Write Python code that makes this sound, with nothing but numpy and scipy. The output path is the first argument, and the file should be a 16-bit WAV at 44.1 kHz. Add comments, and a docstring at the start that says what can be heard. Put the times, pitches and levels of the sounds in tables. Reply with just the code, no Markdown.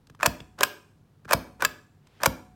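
"""Self-inking stamp on a desk

A plastic stamp is pressed onto paper three times and springs back twice, close by. In each stroke
the case ticks and rubs along its frame, the die plate flips over and the slide clacks against its stop.
Presses thump the desk and leave the spring ringing. A small room answers; a limiter flattens the clacks."""
import sys
import numpy as np
from scipy import signal
from scipy.fft import rfft, irfft
from scipy.io import wavfile
from scipy.ndimage import uniform_filter1d, minimum_filter1d

SR = 44100
rng = np.random.default_rng(int(sys.argv[2]) if len(sys.argv) > 2 else 0)


def persist_wave(psi):
    """Save psi, clipped to +-1, as 16-bit WAV."""
    counts = np.round(np.clip(psi, -1, 1) * 32767).astype(np.int16)
    wavfile.write(sys.argv[1], SR, np.atleast_2d(counts).T)


N = 112454
T = np.arange(N) / SR


def amp(db):
    """Decibels to gain."""
    return 10 ** (np.asarray(db) / 20)


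def add(out, start_s, x):
    """Mix x in from start_s."""
    i = int(start_s * SR)
    out[i:i + len(x)] += x[:N - i]


def noise(spectrum, size):
    """Noise of rms 1, shaped by (Hz, dB) points."""
    hz, db = np.array(spectrum).T
    bin_hz = np.maximum(np.fft.rfftfreq(size, 1 / SR), 1)
    gain = amp(np.interp(np.log(bin_hz), np.log(hz), db)) * np.minimum(bin_hz / hz[0], 1) ** 2
    x = irfft(gain * np.exp(2j * np.pi * rng.random(len(bin_hz))), size)
    return x / x.std()


def ring(modes, tuning, rise_cycles, tilt_db_oct=0):
    """Damped modes, tilted about 1 kHz. Each builds over its first cycles, so low ones speak late."""
    t = T[:N // 6]
    out = np.zeros(len(t))
    for k, (hz, db, t60_s) in enumerate(modes):
        decay = amp(db + tilt_db_oct * np.log2(hz / 1000) - 60 * t / t60_s)
        rise = 1 - np.exp(-(hz * t / rise_cycles) ** 2)
        out += (-1) ** k * decay * rise * np.sin(2 * np.pi * hz * tuning * t)
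    return out


# Each row: frequency in Hz, rms level in dB.
HUM_TONES = [(100.5, -66.5), (149.5, -68)]
# Each row: frequency in Hz, relative density in dB.
AIR_SPECTRUM = [(40, -10.5), (60, -10.5), (115, -5), (200, -9), (320, -15.5), (600, -24), (1100, -26.5),
                (2200, -36), (4000, -38), (8000, -44.5), (16000, -47)]

def background():
    """Still room air and a faint mains hum."""
    hum = sum(amp(db) * np.sqrt(2) * np.sin(2 * np.pi * (hz * T + rng.random())) for hz, db in HUM_TONES)
    return amp(-61.5) * noise(AIR_SPECTRUM, N) + hum


# Each row: frequency in Hz, tail level in dB, T60 in seconds.
ROOM_BANDS = [(60, -13.5, 1), (160, -7.5, 0.39), (258, -1.5, 0.62), (500, -10, 0.39), (1000, -17.5, 0.45),
              (2520, -16, 0.43), (5000, -15.5, 0.38), (7600, -25, 0.6), (16000, -14, .28)]

def room(x, lag_s=0.008, rise_s=0.004, early_db=-11.5, early_fall_s=0.0078):
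    """Early echoes off desk and wall, then a diffuse tail that lasts longest in the bass."""
    hz, db, t60_s = np.array(ROOM_BANDS).T
    t = T[:N // 3]
    log_hz = np.log(np.maximum(np.fft.rfftfreq(len(t), 1 / SR), 1))
    white = rfft(rng.standard_normal(len(t)))
    early = rng.standard_normal(len(t)) * np.exp(-t / early_fall_s)
    response = amp(early_db) * early * np.sqrt(2 / (early_fall_s * SR))
    for share, gain, rate in zip(np.eye(len(hz)), amp(db), np.log(1000) / t60_s):
        band = irfft(white * np.interp(log_hz, np.log(hz), share), len(t))
        response += gain * band * np.exp(-rate * t) * np.sqrt(2 * rate / SR)
    onset = np.clip((t - lag_s) / rise_s, 0, 1)
    return signal.fftconvolve(x, response * onset)[:N]


# Each row: frequency in Hz, relative density in dB.
SKID_SPECTRUM = [(400, 6), (1000, 0), (3000, 0.5), (6000, -12), (15000, -26.5)]

def skid():
    """The frame skids softly over the paper before the last press."""
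    swell = np.interp(T, [1.993, 2.2, 2.23], [0, 1, 0])
    return amp(-63) * swell * noise(SKID_SPECTRUM, N)


# Each row: frequency before tuning in Hz, level in dB, T60 in seconds.
DESK_MODES = [(61.7, -5.5, .2), (98, -6.5, 0.24), (135, -1, 0.073), (168, -3, 0.16), (220.4, -13, 0.3),
              (274.6, -8, .15), (343, -8.5, 0.074), (505, 7, 0.016)]

def desk_thump(db, tuning):
    """The struck desk top rings low."""
    return amp(db) * ring(DESK_MODES, tuning, rise_cycles=0.78)


# Dense upper modes of the plastic. Each row: frequency in Hz, relative density in dB.
CHATTER_SPECTRUM = [(200, -15), (500, -9), (1000, 1), (1650, 1), (2050, -3.5), (2700, 2.5), (3900, -2),
                    (5200, -0.5), (8200, -3.5), (9600, -6), (10900, -14.5), (12500, -4), (15500, -14)]
# First instant of contact. Each row: frequency in Hz, relative density in dB.
SNAP_SPECTRUM = [(1000, -12), (3000, 4), (8000, 2), (11000, -8.5), (13000, -2.5), (15500, -2.5)]

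def knock(modes, ring_db, crack_db, chatter_s, tuning, tilt_db_oct=0, rise_cycles=0.67):
    """Struck plastic: the case rings under a crack made of a bright snap and brief chatter."""
    rise_s, fall_s, snap_s, snap_db = 0.00024, 0.0018, 0.0007, -3.5
    out = amp(ring_db) * ring(modes, tuning, rise_cycles, tilt_db_oct)
    t = T[:1024]
    envelope = (1 - np.exp(-t / rise_s)) * np.exp(-np.maximum(t - chatter_s, 0) / fall_s)
    chatter = envelope * noise(CHATTER_SPECTRUM, len(t))
    snap = amp(snap_db) * t / snap_s * np.exp(1 - t / snap_s) * noise(SNAP_SPECTRUM, len(t))
    add(out, 0, amp(crack_db) * (chatter + snap))
    return out


# Case damped by the fingers. Each row: frequency before tuning in Hz, level in dB.
TICK_MODES = [(570, -13), (800, -13), (1080, -4.5), (1350, -1.5), (1650, 2), (2450, -7.5)]
# Each row: start in seconds, ring in dB, crack in dB, tuning ratio.
CASE_TICKS = [(0.07, -64, -55, 0.76), (.148, -45, -57.5, 0.72), (0.2, -32, -54, .95),
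              (0.2078, -25, -45, 0.85), (0.221, -34.5, -47, 1.13), (0.403, -33, -50.5, 2.06),
              (0.588, -37, -41, 0.85), (1.279, -42.5, -57, 0.85), (1.2907, -31.5, -45, 1.04),
              (1.294, -37, -47.5, 1.5), (1.303, -36.5, -48, .9), (1.605, -29, -42.5, 1.06),
              (1.609, -33.5, -41, 1), (2.07, -70, -56.5, 1.1), (2.207, -36.5, -50.5, 0.77),
              (2.217, -34, -46, 0.95)]
# The frame touches down or rocks on the paper, or the case starts upward.
# Each row: start in seconds, ring in dB, crack in dB, desk thump in dB.
SOFT_BUMPS = [(.098, -44.5, -52.5, -47), (.192, -51, -64, -48.5), (.403, -42, -64, -39.5),
              (.593, -33.5, -47.5, -42.5), (1.248, -46.5, -56, -54.5), (1.253, -38, -56.5, -42),
              (1.599, -47.5, -61, -50), (2.202, -35.5, -61.5, -46.5)]

def handling(t60_s=0.014, chatter_s=0.0039, lowpass_hz=7000):
    """The loose case ticks under the fingers; soft bumps also sound the desk."""
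    out = np.zeros(N)
    modes = [(hz, db, t60_s) for hz, db in TICK_MODES]
    for start_s, ring_db, crack_db, tuning in CASE_TICKS:
        add(out, start_s, knock(modes, ring_db, crack_db, chatter_s, tuning, rise_cycles=1.5))
    for start_s, ring_db, crack_db, thump_db in SOFT_BUMPS:
        add(out, start_s, knock(modes, ring_db, crack_db, chatter_s, tuning=1, rise_cycles=1.5))
        add(out, start_s, desk_thump(thump_db, tuning=0.9))
    return signal.sosfilt(signal.butter(1, lowpass_hz, fs=SR, output="sos"), out)


# Each row: frequency in Hz, relative density in dB.
RUB_SPECTRUM = [(150, -10.5), (600, -2.5), (1600, -2.5), (2200, -14), (6000, -27), (15000, -32)]

def rubbing(level_db=-31, grain_hz=409, grain_db=3.5):
    """The case creeps, then slides unevenly along the frame before each stop."""
    from_stop_s = [-0.056, -0.03, -0.015, 0, 0.0018]
    gains = [0, amp(-9), 1, 1, 0]
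    sliding = sum(np.interp(T - stop_s, from_stop_s, gains) for stop_s, *_ in LANDINGS + RETURNS)
    grain = np.interp(T * grain_hz, np.arange(N), rng.standard_normal(N))
    return amp(level_db + grain_db * grain) * sliding * noise(RUB_SPECTRUM, N)


def spring(hz=737, rise_s=0.087, t60_s=1.5):
    """Each landing sets the squeezed spring singing."""
    out = np.zeros(N)
    envelope = amp(-60 * T / t60_s) * (1 - np.exp(-T / rise_s))
    tone = envelope * np.sin(2 * np.pi * hz * T)
    for start_s, *_, spring_db in LANDINGS:
        add(out, start_s, amp(spring_db) * tone)
    return out


# Case on the desk, and lifted. Each row: frequency before tuning in Hz, level in dB, T60 in seconds.
PRESSED_MODES = [(485, -20, 0.027), (593.6, -10.5, 0.062), (712, -16, 0.09), (924, -9, 0.034),
                 (1041, -5.5, 0.033), (1223, -8, 0.04), (1530, -8, 0.022), (1748, -5.5, 0.024),
                 (2419, -11, .03), (2626, -13.5, .03), (5310, -28.5, 0.019), (6120, -28.5, 0.017),
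                 (7030, -24, .03)]
LIFTED_MODES = [(417, -25, 0.074), (605, -14.5, 0.068), (800, -20, .04), (1074.5, -7, .04),
                (1282, -8, 0.042), (1520, -8, 0.014), (1676, -1.5, 0.035), (2210, -17.5, .03),
                (2612, -9.5, 0.032), (4720, -27.5, .03), (7280, -20.5, .03), (8200, -26.5, 0.01)]
# Knocks as the case travels down and up: the die plate flipping over and the slide clicking along its frame.
# Each row: start in seconds, ring in dB, crack in dB, # chatter in seconds, tuning ratio, ring tilt in dB per
# octave.
DOWN_KNOCKS = [(0.2296, -9, -27, 0.004, 1.013, 1.5), (0.2457, -36, -45, 0.0021, 0.7, 2.5),
               (0.253, -14.5, -38, 0.0045, 1.0, -5.5), (1.309, -11, -28.5, 0.0033, 0.99, -3.5),
               (1.3214, -16, -29.5, 0.005, 1.02, 3.5), (2.2336, -11.5, -20, 0.0015, .98, -1.5),
               (2.244, -27.5, -35.5, .002, 1.2, 1.5), (2.2508, -56, -36, 0.003, 0.75, -9.5)]
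UP_KNOCKS = [(0.608, -13.5, -21.5, 0.0007, .95, -7.5), (0.624, -28.5, -44, 0.0017, 0.97, 4.5),
             (1.6221, -12.5, -21.5, 0.00056, 0.9, -0.5), (1.6405, -32.5, -38.5, 0.0023, 0.9, 1.5)]
# The die hits the paper. Each row: the six knock columns, desk thump in dB, spring in dB.
LANDINGS = [(0.2591, -8, -15, .0058, 0.98, 0.5, -24, -56.5),
            (1.3315, -6, -14.5, 0.0047, 0.95, -2, -23, -52.5),
            (2.2583, -7, -14, 0.0047, 0.91, -1, -22, -50.5)]
# The case hits its top stop. Each row: the six knock columns, recoil in dB.
RETURNS = [(0.6318, -7.5, -11, .004, 0.96, 0.5, -44.5), (1.6489, -11.5, -17.5, 0.0034, 1.0, 5, -39)]

def stamp(desk_lag_s=0.0075):
    """Plate knocks and end-stop clacks. Landings thump the desk; returns give a faint low recoil."""
    out = np.zeros(N)
    for modes, hits in ((PRESSED_MODES, LANDINGS + DOWN_KNOCKS), (LIFTED_MODES, RETURNS + UP_KNOCKS)):
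        for start_s, ring_db, crack_db, chatter_s, tuning, tilt_db_oct, *_ in hits:
            add(out, start_s, knock(modes, ring_db, crack_db, chatter_s, tuning, tilt_db_oct))
    for start_s, *_, thump_db, _ in LANDINGS:
        add(out, start_s + desk_lag_s, desk_thump(thump_db, tuning=0.95))
    for start_s, *_, recoil_db in RETURNS:
        add(out, start_s + desk_lag_s, desk_thump(recoil_db, tuning=0.95))
    return out


def scene():
    """The stamp on its desk in the room, in mono."""
    near = stamp() + handling() + skid() + rubbing() + spring()
    return (near + room(near) + background())[None]


def record(dry, limit_db=-3, window_s=0.0009, lowpass_hz=16400):
    """A fast limiter holds down the clacks; a steep low-pass cuts the top."""
    window = int(window_s * SR)
    gain = np.minimum(1, amp(limit_db) / (np.abs(dry) + 1e-9))
    limited = dry * uniform_filter1d(minimum_filter1d(gain, window), window)
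    return signal.sosfilt(signal.ellip(8, 0.2, 80, lowpass_hz, fs=SR, output="sos"), limited)


dry = scene()
out = record(dry)
persist_wave(out)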